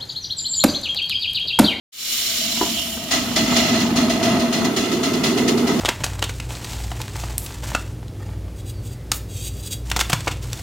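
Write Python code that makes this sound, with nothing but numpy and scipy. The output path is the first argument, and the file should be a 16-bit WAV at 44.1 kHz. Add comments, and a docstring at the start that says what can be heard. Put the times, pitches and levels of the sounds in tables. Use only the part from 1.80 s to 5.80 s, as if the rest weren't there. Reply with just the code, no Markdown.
"""A small steam locomotive pulls away on a garden track, heard from just behind the cab.
Steam first hisses from the open cylinder drains: shaped noise with a top fizz and a whistling edge.
Slack in the running gear closes with a clank, a sum of decaying modes; fainter knocks come later.
Then the chuffs quicken, bursts of noise ringing in the chimney over a draught that swells and sinks,
while the wheels rumble and rattle along the rails as noise and random taps through frame resonances."""
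import sys
import numpy as np
from scipy import signal
from scipy.fft import rfft, irfft
from scipy.io import wavfile
from scipy.ndimage import map_coordinates

SR = 44100
rng = np.random.default_rng(int(sys.argv[2]) if len(sys.argv) > 2 else 0)


def generate_wav(signal):
    """Clip the signal to [-1, 1] and save it as 16-bit WAV at the path in sys.argv[1]."""
    frames = np.transpose(np.atleast_2d(signal))
    scaled = np.clip(frames, -1, 1) * 32767
    pcm = np.round(scaled).astype(np.int16)
    wavfile.write(sys.argv[1], SR, pcm)


N = 176400

# likeness of the two microphone signals: frequency_hz, coherence (0 to 1)
COHERENCE = [(60, 0.99), (250, 0.95), (700, 0.89), (1300, 0.54), (2400, 0.46), (4400, 0.58), (8000, 0.061),
             (15000, 0.35)]
# spectrum of rattling and shivering plates: frequency_hz, density_db (dB per Hz, relative)
PLATE_SPECTRUM = [(30, -70), (150, -27), (400, -3), (800, 0), (1300, -1), (2200, -11), (4000, -20),
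                  (9000, -33)]


def amp(db):
    """Logarithmic level: decibels become an amplitude gain."""
    return 10 ** (np.asarray(db) / 20)


def evened(x):
    """Normalisation of mean power: scales to rms 1."""
    return x / np.sqrt(np.mean(x ** 2) + 1e-20)


def read(points, hz):
    """Logarithmic frequency scale: interpolates a table along log frequency."""
    f, value = np.transpose(points)
    return np.interp(np.log(hz + 1), np.log(f + 1), value)


def level(points):
    """Amplitude envelope: a level curve, linear in dB, as gain per sample."""
    return amp(np.interp(np.arange(N) / SR, *np.transpose(points)))


def add(mix, s, sound):
    """Linear superposition: mixes a sound in at time s."""
    part = mix[round(s * SR):][:len(sound)]
    part += sound[:len(part)]


def flutter(rate_hz, depth_db):
    """Random amplitude modulation: band-shaped noise sets a gain with an rms swing of depth_db."""
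    hz = np.fft.rfftfreq(N, 1 / SR)
    band = hz / (hz + 8) / (1 + (hz / rate_hz) ** 2)
    swing = irfft(rfft(rng.standard_normal(N)) * band, N)
    return amp(depth_db * evened(swing))


def coherent_pair(a, b, coherence):
    """Partial coherence: the right spectrum shares a set part of the left one."""
    return np.array([a, coherence * a + np.sqrt(1 - coherence ** 2) * b])


def coloured(drive, colour, peaks):
    """Source and filter: two drives pass minimum-phase resonances and reach a microphone pair."""
    # left minus right level: frequency_hz, difference_db
    balance = [(60, 2.5), (300, -2), (900, 3.5), (1700, -2.5), (2800, 0.5), (4400, -6), (5400, 3),
               (6500, 13), (8000, 16), (11500, 27), (15000, 11)]
    hz = np.fft.rfftfreq(N, 1 / SR)
    a, b = rfft(drive)
    coherence = np.clip(read(COHERENCE, hz), -1, 1)
    ratio = amp(read(balance, hz))
    sides = np.array([ratio, np.ones_like(hz)]) / np.sqrt(1 + ratio ** 2)
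    gain = amp(read(colour, hz)) * sides
    for centre, width, left, right in peaks:
        boost_db = np.array([[left], [right]]) / (1 + (2 * (hz - centre) / width) ** 2)
        gain = gain * amp(boost_db)
    # the Hilbert transform of the log gain gives the phase of a causal response
    mean_gain = gain.mean(0)
    log_gain = np.log(np.r_[mean_gain, mean_gain[-2:0:-1]])
    phase = -signal.hilbert(log_gain).imag[:len(hz)]
    return evened(irfft(coherent_pair(a, b, coherence) * gain * np.exp(1j * phase), N))


def sung(centre_hz, width_hz, pan_db):
    """Narrow-band resonance: noise rings at one pitch, panned left by pan_db, at rms 1."""
    hz = np.fft.rfftfreq(N, 1 / SR)
    resonance = 1 / (1 + 2j * (hz - centre_hz) / width_hz) ** 2
    a, b = rfft(rng.standard_normal((2, N))) * resonance
    left, right = coherent_pair(a, b, np.clip(read(COHERENCE, centre_hz), -1, 1))
    return evened(irfft(np.array([amp(pan_db) * left, right]), N))


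def drifting(x, points):
    """Time warping: a varying reading speed slides all resonances together by a pitch factor."""
    place = np.cumsum(np.interp(np.arange(N) / SR, *np.transpose(points)))
    return np.array([map_coordinates(side, [place], order=3, mode="mirror") for side in x])


def exhaust():
    """Pulsed turbulent jet: each beat puffs up a resonant chimney with a bright spit at its onset."""
    # exhaust beats: start_s, level_db (before CHUFF_DB), hold_s (from start), fall_db_per_s
    chuffs = [(1.307, -14, .034, 120), (1.557, -13.5, .018, 160), (1.759, -13.5, .014, 220),
              (1.998, -22, .023, 230), (2.157, -17.5, .03, 135), (2.293, -20, .02, 180),
              (2.425, -19, .025, 100), (2.593, -25, .02, 140), (2.723, -20, .027, 120),
              (2.842, -20, .013, 340), (2.959, -18.5, .016, 105), (3.113, -24, .023, 140),
              (3.228, -19, .023, 145), (3.331, -23.5, .016, 210), (3.433, -16.5, .024, 135),
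              (3.571, -21.5, .022, 160), (3.675, -16.5, .016, 270), (3.770, -24.5, .019, 180),
              (3.867, -22.5, .02, 80), (3.988, -23.5, .02, 150)]
    # chimney resonances: centre_hz, width_hz, left_boost_db, right_boost_db
    chimney = [(671, 180, 15, 17), (1288, 110, 16.5, 5), (1990, 156, 6.5, 16.5), (2480, 150, 6, 4.5),
               (2760, 154, 5.5, 12.5), (3350, 197, 8.5, 12.5), (4187, 140, -1, 9.5), (4440, 89, -5, 5.5)]
    # spectra of puff, spit and draught: frequency_hz, density_db (dB per Hz, relative)
    puff_spectrum = [(25, -55), (120, -4), (250, -17), (500, -5), (1000, -0.5), (1700, -1), (2700, 0),
                     (4400, 3.5), (7200, 1.5), (8000, -10.5), (9200, -4.5), (11000, -14.5), (16000, -11)]
    spit_spectrum = [(600, -28), (2000, -1.5), (4500, 6), (7200, 0.5), (8000, -15), (9500, -3.5),
                     (12000, -20), (16000, -17)]
    draught_spectrum = [(120, -21), (250, -3), (500, -10), (1000, -4), (1700, -3.5), (2700, -0.5),
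                        (4400, -1.5), (7200, -4), (8000, -18), (9200, -11), (11000, -22), (16000, -35)]
    # draught through the chimney that swells and sinks under the beats: time_s, level_db
    draught_level = [(0, -66), (1.25, -39), (1.45, -36), (1.62, -38), (1.67, -24.5), (1.87, -22.5),
                     (1.97, -22.5), (2.13, -34.5), (2.55, -26.5), (2.7, -32), (2.94, -33), (3.08, -29.5),
                     (3.2, -35), (3.4, -32), (3.75, -34.5), (4, -36)]
    # draught pitch, following the heat of the steam: time_s, pitch_factor
    heat = [(1.3, 0.97), (1.7, 1.027), (2.001, .995), (2.3, 1.015), (2.65, .985), (3.0, 1.03), (4, 1.07)]
    # lowest chimney resonance: time_s, level_db
    hollow_level = [(.1, -76), (.45, -49.5), (.7, -38), (1.25, -40.5), (1.35, -39), (1.55, -40),
                    (1.83, -22.5), (2.08, -37), (2.2, -28), (2.6, -25), (2.95, -35.5), (4, -34.5)]
    CHUFF_RISE_S, CHUFF_DB = 0.0072, -2.5
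    SPIT_S, SPIT_DB = 0.0084, -3  # time to peak, level against the puff
    BOOM_LAG_S, BOOM_DB = 0.024, -5  # the smokebox booms just after each puff

    t = np.arange(SR // 2) / SR
    puff_power, boom_power, spit_power = np.zeros((3, N))
    for start, db, hold, fall in chuffs:
        rise = np.minimum(t / CHUFF_RISE_S, 1)
        puff = rise * amp(CHUFF_DB + db - fall * np.maximum(t - hold, 0))
        spit = amp(CHUFF_DB + db + SPIT_DB) * (t / SPIT_S * np.exp(1 - t / SPIT_S)) ** 2
        # overlapping beats add in power
        add(puff_power, start, puff ** 2)
        add(boom_power, start + BOOM_LAG_S, puff ** 2)
        add(spit_power, start, spit ** 2)

    turbulence = rng.standard_normal((3, 2, N)) * flutter(200, depth_db=1)
    puffs = np.sqrt(puff_power) * coloured(turbulence[0], puff_spectrum, chimney)
    spits = np.sqrt(spit_power) * coloured(turbulence[2], spit_spectrum, [])
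    boom = amp(BOOM_DB) * np.sqrt(boom_power) * sung(252.4, width_hz=85, pan_db=-0.5)
    draught = drifting(coloured(turbulence[1], draught_spectrum, chimney), heat)
    draught = level(draught_level) * draught * flutter(32, depth_db=1.2)
    hollow = level(hollow_level) * sung(662, width_hz=61.5, pan_db=1.0)
    return puffs + spits + boom + draught + hollow


def drains():
    """Jet noise: steam rushes from the drain cocks with a smooth fizz on top and a whistling edge."""
    # escaping steam that builds, swells again and dies away: time_s, level_db
    leak_level = [(.1, -48.5), (.2, -31.5), (.3, -23.5), (.5, -22), (.8, -23.5), (1.0, -27), (1.15, -33),
                  (1.28, -33.5), (1.6, -30.5), (1.8, -23.5), (2.13, -36.5), (2.55, -45), (4, -50.5)]
    # top fizz of the jets, whistling jet edge: time_s, level_db
    fizz_level = [(.1, -51), (.2, -37), (.32, -27.5), (.7, -32), (1.16, -33), (1.19, -38.5), (1.8, -38),
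                  (2.15, -43), (4, -42)]
    whistle_level = [(.1, -62), (.5, -35), (.92, -31.5), (.99, -24), (1.06, -32.5), (1.27, -38), (1.5, -38),
                     (4, -64)]
    # spectra of steam and fizz: frequency_hz, density_db (dB per Hz, relative)
    leak_spectrum = [(400, -8), (900, -17), (1150, -5.5), (1700, -6), (2300, 3), (3100, 0.5), (4600, 0.5),
                     (7400, 5), (8100, -14), (16000, -7)]
    fizz_spectrum = [(3000, -24), (7000, 9), (8000, 5), (9200, 9), (11500, 7), (14000, 6.5), (15000, 11),
                     (15800, -6)]
    # resonances round the jets: centre_hz, width_hz, left_boost_db, right_boost_db
    jet_resonances = [(3000, 190, -30, 11), (3260, 200, 15, 5), (3700, 340, 4, 9), (4020, 260, -10, 8),
                      (4550, 330, 9, 7), (5520, 180, -0.5, 14)]
    body = coloured(rng.standard_normal((2, N)), leak_spectrum, jet_resonances) * level(leak_level)
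    fizz = coloured(rng.standard_normal((2, N)), fizz_spectrum, []) * level(fizz_level)
    whistle = sung(3100, width_hz=630, pan_db=-9) * level(whistle_level)
    return (body + fizz + whistle) * flutter(35, depth_db=.6)


def struck(modes):
    """Modal decay: one blow excites a sum of sinusoids that die exponentially."""
    t = np.arange(SR // 4) / SR
    out = np.zeros(len(t))
    for hz, db, t60 in modes:
        out += amp(db - 60 * t / t60) * np.sin(2 * np.pi * (hz * t + rng.random()))
    return np.minimum(t / 0.00081, 1) * out  # contact rise in s


def knocks():
    """Impact excitation: slack closes, steel clanks over a dull frame thud, and the plates shiver on."""
    # knocks of coupling and running gear: start_s, ring_db, thud_db
    blows = [(.773, -33, -55), (.812, -16, -18), (.829, -34, -20), (.861, -28, -35), (2.045, -30, -29),
             (2.632, -27, -30), (2.85, -29, -25), (3.6, -30, -30), (3.872, -32, -33)]
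    # modes of the steel and of the frames: frequency_hz, level_db (within the blow), t60_s
    ring_modes = [(723, -3, .055), (870, -4, 0.073), (986, 0.5, .1), (1180, -7, 0.044), (1380, -15, 0.12),
                  (1800, -17, .04)]
    thud_modes = [(160, -13, 0.039), (305, 3, 0.067), (381, 1.5, 0.078), (480, -9, 0.041)]
    SHIVER_DB, SHIVER_T60_S = -9, .13  # level against the ring, decay time
    t = np.arange(SR // 4) / SR
    out, shaking = np.zeros((2, N))
    for start, ring_db, thud_db in blows:
        add(out, start, amp(ring_db) * struck(ring_modes) + amp(thud_db) * struck(thud_modes))
        add(shaking, start, amp(ring_db + SHIVER_DB - 60 * t / SHIVER_T60_S))
    return out + shaking * coloured(rng.standard_normal((2, N)), PLATE_SPECTRUM, [])


def wheels():
    """Roughness excitation: the rails shake frames and plates, and loose parts chatter in random taps."""
    # rolling (before ROLL_DB and RATTLE_DB), drumming plates, deep rumble: time_s, level_db
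    roll_level = [(.12, -76), (.22, -61), (.45, -46.5), (.7, -36), (.9, -30), (1.05, -36), (1.3, -31),
                  (1.4, -27), (1.75, -21.5), (2.25, -20), (2.4, -23.5), (2.5, -18), (2.7, -23), (2.88, -18),
                  (2.95, -25), (3.55, -21), (4, -20)]
    drum_level = [(.1, -88), (1.25, -51), (1.6, -32.5), (2.5, -30.5), (3.2, -26), (3.45, -26), (3.68, -21),
                  (4, -25.5)]
    deep_level = [(.1, -84), (.3, -77), (.42, -52), (1.2, -43.5), (1.7, -40.5), (4, -51)]
    # spectra of rolling and deep rumble: frequency_hz, density_db (dB per Hz, relative)
    roll_spectrum = [(20, -56), (55, -23), (100, -5.5), (150, -1), (250, 2.5), (320, 0.5), (480, -18),
                     (900, -12), (1600, -21.5), (3000, -29), (8000, -44.5)]
    deep_spectrum = [(15, -65), (25, -38), (36, -34), (52, 4.5), (80, 2), (130, -10), (250, -26),
                     (800, -69)]
    # resonances of frames and plates: centre_hz, width_hz, left_boost_db, right_boost_db
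    frames = [(236.8, 32.2, 12.5, 12), (1291, 89, 7.5, 4.5), (2010, 190, 10.5, 7)]
    ROLL_DB, RATTLE_DB = 0.5, -14.5
    RATTLE_PER_S, RATTLE_SPREAD_DB = 74, 9.5

    rumble = coloured(rng.standard_normal((2, N)), roll_spectrum, frames)
    hits = rng.random(N) < RATTLE_PER_S / SR
    taps = hits * amp(RATTLE_SPREAD_DB * rng.random(N))
    bursts = signal.lfilter([1], [1, -np.exp(-1 / (0.0064 * SR))], taps)  # decay constant in s
    rattle = coloured(rng.standard_normal((2, N)) * bursts, PLATE_SPECTRUM, frames[1:])
    rolling = level(roll_level) * (amp(ROLL_DB) * rumble + amp(RATTLE_DB) * rattle)
    plates = level(drum_level) * sung(377, width_hz=127, pan_db=-4)
    deep = level(deep_level) * coloured(rng.standard_normal((2, N)), deep_spectrum, [])
    return rolling + plates + deep


def cab(x, wet_db, spread_s, count=14):
    """Early reflection: cab sheets and boiler return delayed copies, different on each side."""
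    delay = rng.uniform(.03, 1, (2, count))  # as a fraction of the spread
    taps = np.zeros((2, SR // 4))
    for side in range(2):
        place = (delay[side] * min(spread_s, .1) * SR).astype(int)
        strength = rng.choice([-1, 1], count) * np.exp(-delay[side])
        taps[side, place] = amp(wet_db) * evened(strength) / np.sqrt(count)
    highpass = signal.butter(2, 1500, "high", fs=SR, output="sos")
    echo = signal.sosfilt(highpass, signal.fftconvolve(x, taps, axes=1)[:, :N])
    return (x + echo) / np.sqrt(1 + amp(wet_db) ** 2)


def scene():
    """Superposition: exhaust and drains with their reflections, knocks and wheels direct."""
    chuffing = cab(exhaust(), wet_db=-5.5, spread_s=.009)
    hissing = cab(drains(), wet_db=-6, spread_s=.015)
    return chuffing + hissing + knocks() + wheels()


def record(dry):
    """Saturation and band limiting: the sound fades in, peaks are rounded and the top is cut."""
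    OPEN_S, FADE_S, EDGE_HZ = 0.12, 0.013, 15950
    opened = dry * np.clip((np.arange(N) / SR - OPEN_S) / FADE_S, 0, 1)
    rounded = opened / (1 + (opened / .65) ** 4) ** (1 / 4)  # approaches .65 of full scale
    lowpass = signal.firwin(1023, EDGE_HZ, window=("kaiser", 9), fs=SR)
    return signal.oaconvolve(rounded, lowpass[None], "same")


dry = scene()
out = record(dry)
generate_wav(out)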